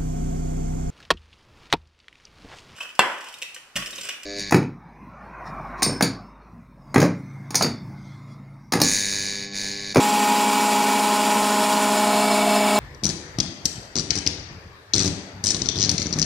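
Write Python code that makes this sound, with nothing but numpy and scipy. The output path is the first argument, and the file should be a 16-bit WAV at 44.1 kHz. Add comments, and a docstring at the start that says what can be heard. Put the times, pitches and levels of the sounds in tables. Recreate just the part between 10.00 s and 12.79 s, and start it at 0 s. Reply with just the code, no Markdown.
"""An industrial centrifuge hums at steady speed in a large workshop: a seven-per-turn gear beat and other
orders of the drive shaft are sums of cosines locked to one shaft angle at steady speed;
the recorder drops 23 ms once, so the hum skips.
Rattle rings the steel housing (noise through resonators, swelling with each tooth); whirling air and a thin
stream of liquid hiss (third-octave bands of noise with a fluttering treble).
The mono microphone drifts from the bowl towards the spouts, which shifts the balance of the parts."""
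import sys
import numpy as np
from scipy import signal
from scipy.io import wavfile
from scipy.ndimage import uniform_filter1d

SR = 44100
rng = np.random.default_rng(int(sys.argv[2]) if len(sys.argv) > 2 else 0)


def invert_db(level):
    """Linear amplitude ratio for a level in decibels (20 dB per decade), elementwise."""
    return 10 ** (np.asarray(level, dtype=float) / 20)


def unload_audio(sound):
    """Save the sound as a 16-bit wav file, at the path given as the first command line argument."""
    columns = np.transpose(np.atleast_2d(sound))
    # keep every value between -1 and 1, then stretch to whole-number steps
    steps = np.round(np.clip(columns, -1, 1) * 32767)
    wavfile.write(sys.argv[1], SR, steps.astype(np.int16))


N = 123039   # length in samples

SHAFT_HZ, TEETH = 29.794, 7   # turns per second; gear beats per turn
RATTLE_FULL_HZ = 2960   # the flutter grows in proportion to pitch up to here


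def rms_one(x):
    """Normalisation: a signal divided by its root mean square has unit rms."""
    return x / np.sqrt(np.mean(x ** 2) + 1e-20)


def drift(corner_hz):
    """Low-pass random process: noise through two equal one-pole filters wanders slowly with rms 1."""
    hop = 40   # samples between computed points
    pole = np.exp(-2 * np.pi * corner_hz * hop / SR)
    noise = rng.standard_normal(N // hop + 2002)
    slow = signal.lfilter([1], [1, -2 * pole, pole * pole], noise)[2000:]   # drop the onset
    return np.interp(np.arange(N) / hop, np.arange(len(slow)), rms_one(slow))


def along(way, levels_db):
    """Spatial interpolation: level between evenly spaced places from bowl to spouts."""
    return np.interp(way, np.linspace(0, 1, len(levels_db)), levels_db)


# Microphone travel from the bowl (0) to the spouts (1)
# columns: time_s, share_of_way
MICROPHONE_TRAVEL = [(0, 0.04), (.3, 0), (.5, 0.2), (.8, 0.19), (1.1, 0.36), (1.5, 0.49), (1.9, 0.57),
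                     (2.25, .85), (2.5, 0.88), (2.79, 0.86)]


def microphone_way():
    """Moving receiver: its position, joined by straight lines, sets the balance of the parts."""
    time_s, share = np.transpose(MICROPHONE_TRAVEL)
    return np.interp(np.arange(N) / SR, time_s, share)


def heard_shaft_angle():
    """Uniform rotation: angle (rad) proportional to time, heard with a short stretch dropped by the recorder."""
    drop_at_s, dropped_s = 1.421, 0.0232
    t = np.arange(N) / SR
    shaft_time = t + dropped_s * (t > drop_at_s)
    return 2 * np.pi * SHAFT_HZ * shaft_time


def rattle_level(angle):
    """Amplitude modulation: random flutter plus a sinusoidal swell on each tooth, in dB at full depth."""
    flutter_hz, flutter_db, tooth_pulse_db = 26, 0.72, 0.6
    flutter = drift(flutter_hz)
    flutter = flutter - uniform_filter1d(flutter, size=SR // 6)   # no slow swells
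    return flutter_db * flutter - tooth_pulse_db * np.cos(TEETH * angle)


# Relative noise spectrum of rushing air and liquid; the overall level is set afterwards
# columns: pitch_hz, bowl_density_db_per_hz, spouts_density_db_per_hz
WHIRL_SPECTRUM = [(20, -24, -28), (60, -22, -21), (141, -19, -8.5), (191, -2, -3), (330, 0.5, -2.5),
                  (504, -4.5, -9.5), (770, -4, -4), (1000, -5, -1.5), (1200, -7, -8), (1660, -10, -5),
                  (2080, -8.5, -9), (3000, -6, -8), (4450, -10, -8.5), (6100, -11.5, -17),
                  (7400, -11.5, -11), (8200, -7.5, -7.5), (10500, -16, -15.5), (16000, -21.5, -24.5)]


def whirl(way, rattle_db):
    """Broadband flow noise: third-octave bands flutter together in the treble, and each on its own."""
    rms_db, patchy_db, patchy_hz = -27, 0.33, 5.6
    edges = 20 * 2 ** (np.arange(30) / 3)
    white = rng.standard_normal((2, N + 8000))   # neighbouring bands take different noise
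    hz_at, bowl_db, spouts_db = np.transpose(WHIRL_SPECTRUM)
    out = 0
    for k, (low, high) in enumerate(zip(edges, edges[1:])):
        band_pass = signal.butter(2, [low, high], "band", fs=SR, output="sos")
        band = signal.sosfilt(band_pass, white[k % 2])[8000:]
        hz = np.sqrt(low * high)
        at_bowl = np.interp(np.log(hz), np.log(hz_at), bowl_db)
        at_spouts = np.interp(np.log(hz), np.log(hz_at), spouts_db)
        level_db = at_bowl + (at_spouts - at_bowl) * way
        flutter_db = rattle_db * min(hz / RATTLE_FULL_HZ, 1)
        out = out + band * invert_db(level_db + flutter_db + patchy_db * drift(patchy_hz))
    return invert_db(rms_db) * rms_one(out)


# Resonance frequencies of the steel housing
# columns: pitch_hz
RESONANCE_HZ = [228, 395, 610, 688, 855, 950, 1030, 1100, 1275, 1380, 1470, 1770, 1858, 2265, 2450, 2660,
                2900, 3340, 3550, 3950, 4215, 4600, 4745, 4950, 5205, 5400, 5680, 5850, 6480, 6790, 7030,
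                7250, 7620, 7780, 8460, 8740, 9260, 9420, 9940, 10750, 11090, 11320, 11830, 12400, 13500,
                13850, 15350]
# Damping and strength of the same resonances, in the same order; each passes its resonator twice
# columns: resonator_width_hz, bowl_level_db, midway_level_db, spouts_level_db
RESONANCES = [(50, -40, -42, -44), (50.4, -46, -46.5, -45), (60.4, -46, -39, -35),
              (56, -36.5, -38.5, -24.5), (30, -43, -34.5, -33), (60.4, -28, -30.5, -36),
              (100, -40.5, -36, -31.5), (70, -40, -41.5, -41), (110, -38.5, -36.5, -34),
              (100, -42, -39.5, -48), (75, -39.5, -38, -42.5), (70, -52, -44.5, -46), (80, -41, -43, -47),
              (70, -40, -40.5, -29.5), (91, -41, -41, -48), (110, -41, -43, -36.5), (130, -45, -42.5, -41),
              (90, -44, -40.5, -46), (110, -49, -53, -37.5), (110, -45.5, -45.5, -43),
              (60, -49, -45.5, -36.5), (100, -43.5, -48.5, -41), (140, -41.5, -42, -45),
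              (70, -46, -57, -49), (70, -45, -43.5, -38), (70, -48, -44, -51), (100, -45, -49, -62),
              (90, -49, -45, -62), (100, -51, -50, -63), (90, -44, -44, -66), (140, -43, -40, -38),
              (130, -43, -41.5, -45.5), (90, -36, -42.5, -45), (65, -61, -42, -50), (70, -58, -45, -50),
              (100, -48, -42.5, -43), (55, -52, -66, -50), (55, -54, -49, -52), (80, -46, -42.5, -47),
              (45, -59, -51, -53), (60, -57, -53, -60), (60, -57, -54, -60), (100, -60, -56, -62),
              (100, -61, -56, -58), (120, -55, -55, -60), (120, -55, -56, -61), (100, -60, -58, -61)]


def housing(way, rattle_db):
    """Modal resonance: rattle noise rings each mode of the steel, which swells and fades on its own."""
    flicker_db, flicker_hz = 0.96, 27.0   # in the noise that shakes the mode
    slow_db, slow_hz = 0.5, 2.0   # in the ringing itself
    lead = 4000   # samples for the ringing to build up, then dropped
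    white = rng.standard_normal((3, N + lead))   # neighbouring modes take different noise
    out = 0
    for k, (hz, (width_hz, *levels_db)) in enumerate(zip(RESONANCE_HZ, RESONANCES)):
        noise = white[k % 3]
        flutter_db = rattle_db * min(hz / RATTLE_FULL_HZ, 1)
        shaken = noise[lead:] * invert_db(flutter_db + flicker_db * drift(flicker_hz))
        pole = np.exp(-np.pi * width_hz / SR)
        mode = [1, 0, -1, 1, -2 * pole * np.cos(2 * np.pi * hz / SR), pole * pole]
        ringing = signal.sosfilt([mode, mode], np.r_[noise[:lead], shaken])[lead:]
        out = out + rms_one(ringing) * invert_db(along(way, levels_db) + slow_db * drift(slow_hz))
    return out


# Gear beat: harmonics of the tooth rate, rms levels at five evenly spaced places
# columns: tooth_multiple, bowl_level_db, quarter_level_db, half_level_db, three_quarter_level_db,
# spouts_level_db
GEAR_HARMONICS = [(1, -31, -30.5, -29.5, -27, -24.5), (2, -34.5, -33, -33.5, -34.5, -27.5),
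                  (3, -38.5, -36.5, -30.5, -27, -25), (4, -21.5, -23, -24.5, -24.5, -28),
                  (5, -34.5, -33.5, -31, -38, -28), (6, -46, -56, -43, -42, -41),
                  (7, -47.5, -50, -52, -46, -58), (8, -55, -59, -52, -54, -54),
                  (11, -39.5, -36, -43.5, -61, -58), (12, -41, -39.5, -46.5, -46, -53),
                  (13, -55, -46, -49, -48, -45), (15, -48, -48, -48, -49, -53)]
# Weaker hum on the drive shaft, rms levels
# columns: shaft_multiple, level_db
SHAFT_ORDERS = [(4, -59), (6, -50.5), (9, -32.5), (10, -53), (11, -51.5), (12, -59), (13, -45), (15, -54),
                (16, -45), (17, -51), (18, -51), (19, -56), (20, -73), (22, -47.5), (23, -64), (26, -83),
                (27, -48.5), (30, -51), (33, -43), (49, -54), (62, -53), (68, -51), (95, -46.5), (98, -55)]


def hum(angle, way):
    """Order synthesis: gear harmonics and shaft orders are cosines of multiples of the shaft angle."""
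    waver_db, waver_rad = 0.2, 0.09   # for gear harmonics both grow with the root of the multiple
    smear_rad = 0.0887   # the housing smears the tooth pulse: lag grows with the multiple squared
    beat_hz, beat_db = 220.8, -40   # a tone just above the tooth rate, throbbing against it
    out = 0
    for k, *levels_db in GEAR_HARMONICS:
        level = invert_db(along(way, levels_db) + waver_db * k ** .5 * drift(4.9))
        waver = waver_rad * k ** .5 * drift(1.2)
        out = out + level * np.cos(k * (TEETH * angle + np.pi) - smear_rad * k ** 2 + waver)
    for k, level_db in SHAFT_ORDERS:
        level = invert_db(level_db + waver_db * drift(1.7))
        out = out + level * np.cos(k * angle + rng.uniform(0, 2 * np.pi))
    out = out + invert_db(beat_db) * np.cos(beat_hz / SHAFT_HZ * angle + rng.uniform(0, 2 * np.pi))
    return np.sqrt(2) * out   # a cosine of rms 1 peaks at root 2


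def scene():
    """Superposition: whirl, housing and hum add linearly, alike in both channels."""
    way, angle = microphone_way(), heard_shaft_angle()
    rattle_db = rattle_level(angle)
    mix = whirl(way, rattle_db) + housing(way, rattle_db) + hum(angle, way)
    return np.tile(mix, (2, 1))


def top_cut(x):
    """Nothing passes above the cut-off."""
    return signal.sosfilt(signal.butter(12, 16570, fs=SR, output="sos"), x)


def record(dry):
    """Band limiting: a steep elliptic low-pass cuts the top sharply."""
    cutoff_hz, ripple_db, stop_db = 15715, 0.5, 70
    low_pass = signal.ellip(12, ripple_db, stop_db, cutoff_hz, fs=SR, output="sos")
    mix = signal.sosfilt(low_pass, dry)
    return top_cut(mix)


dry = scene()
out = record(dry)
unload_audio(out)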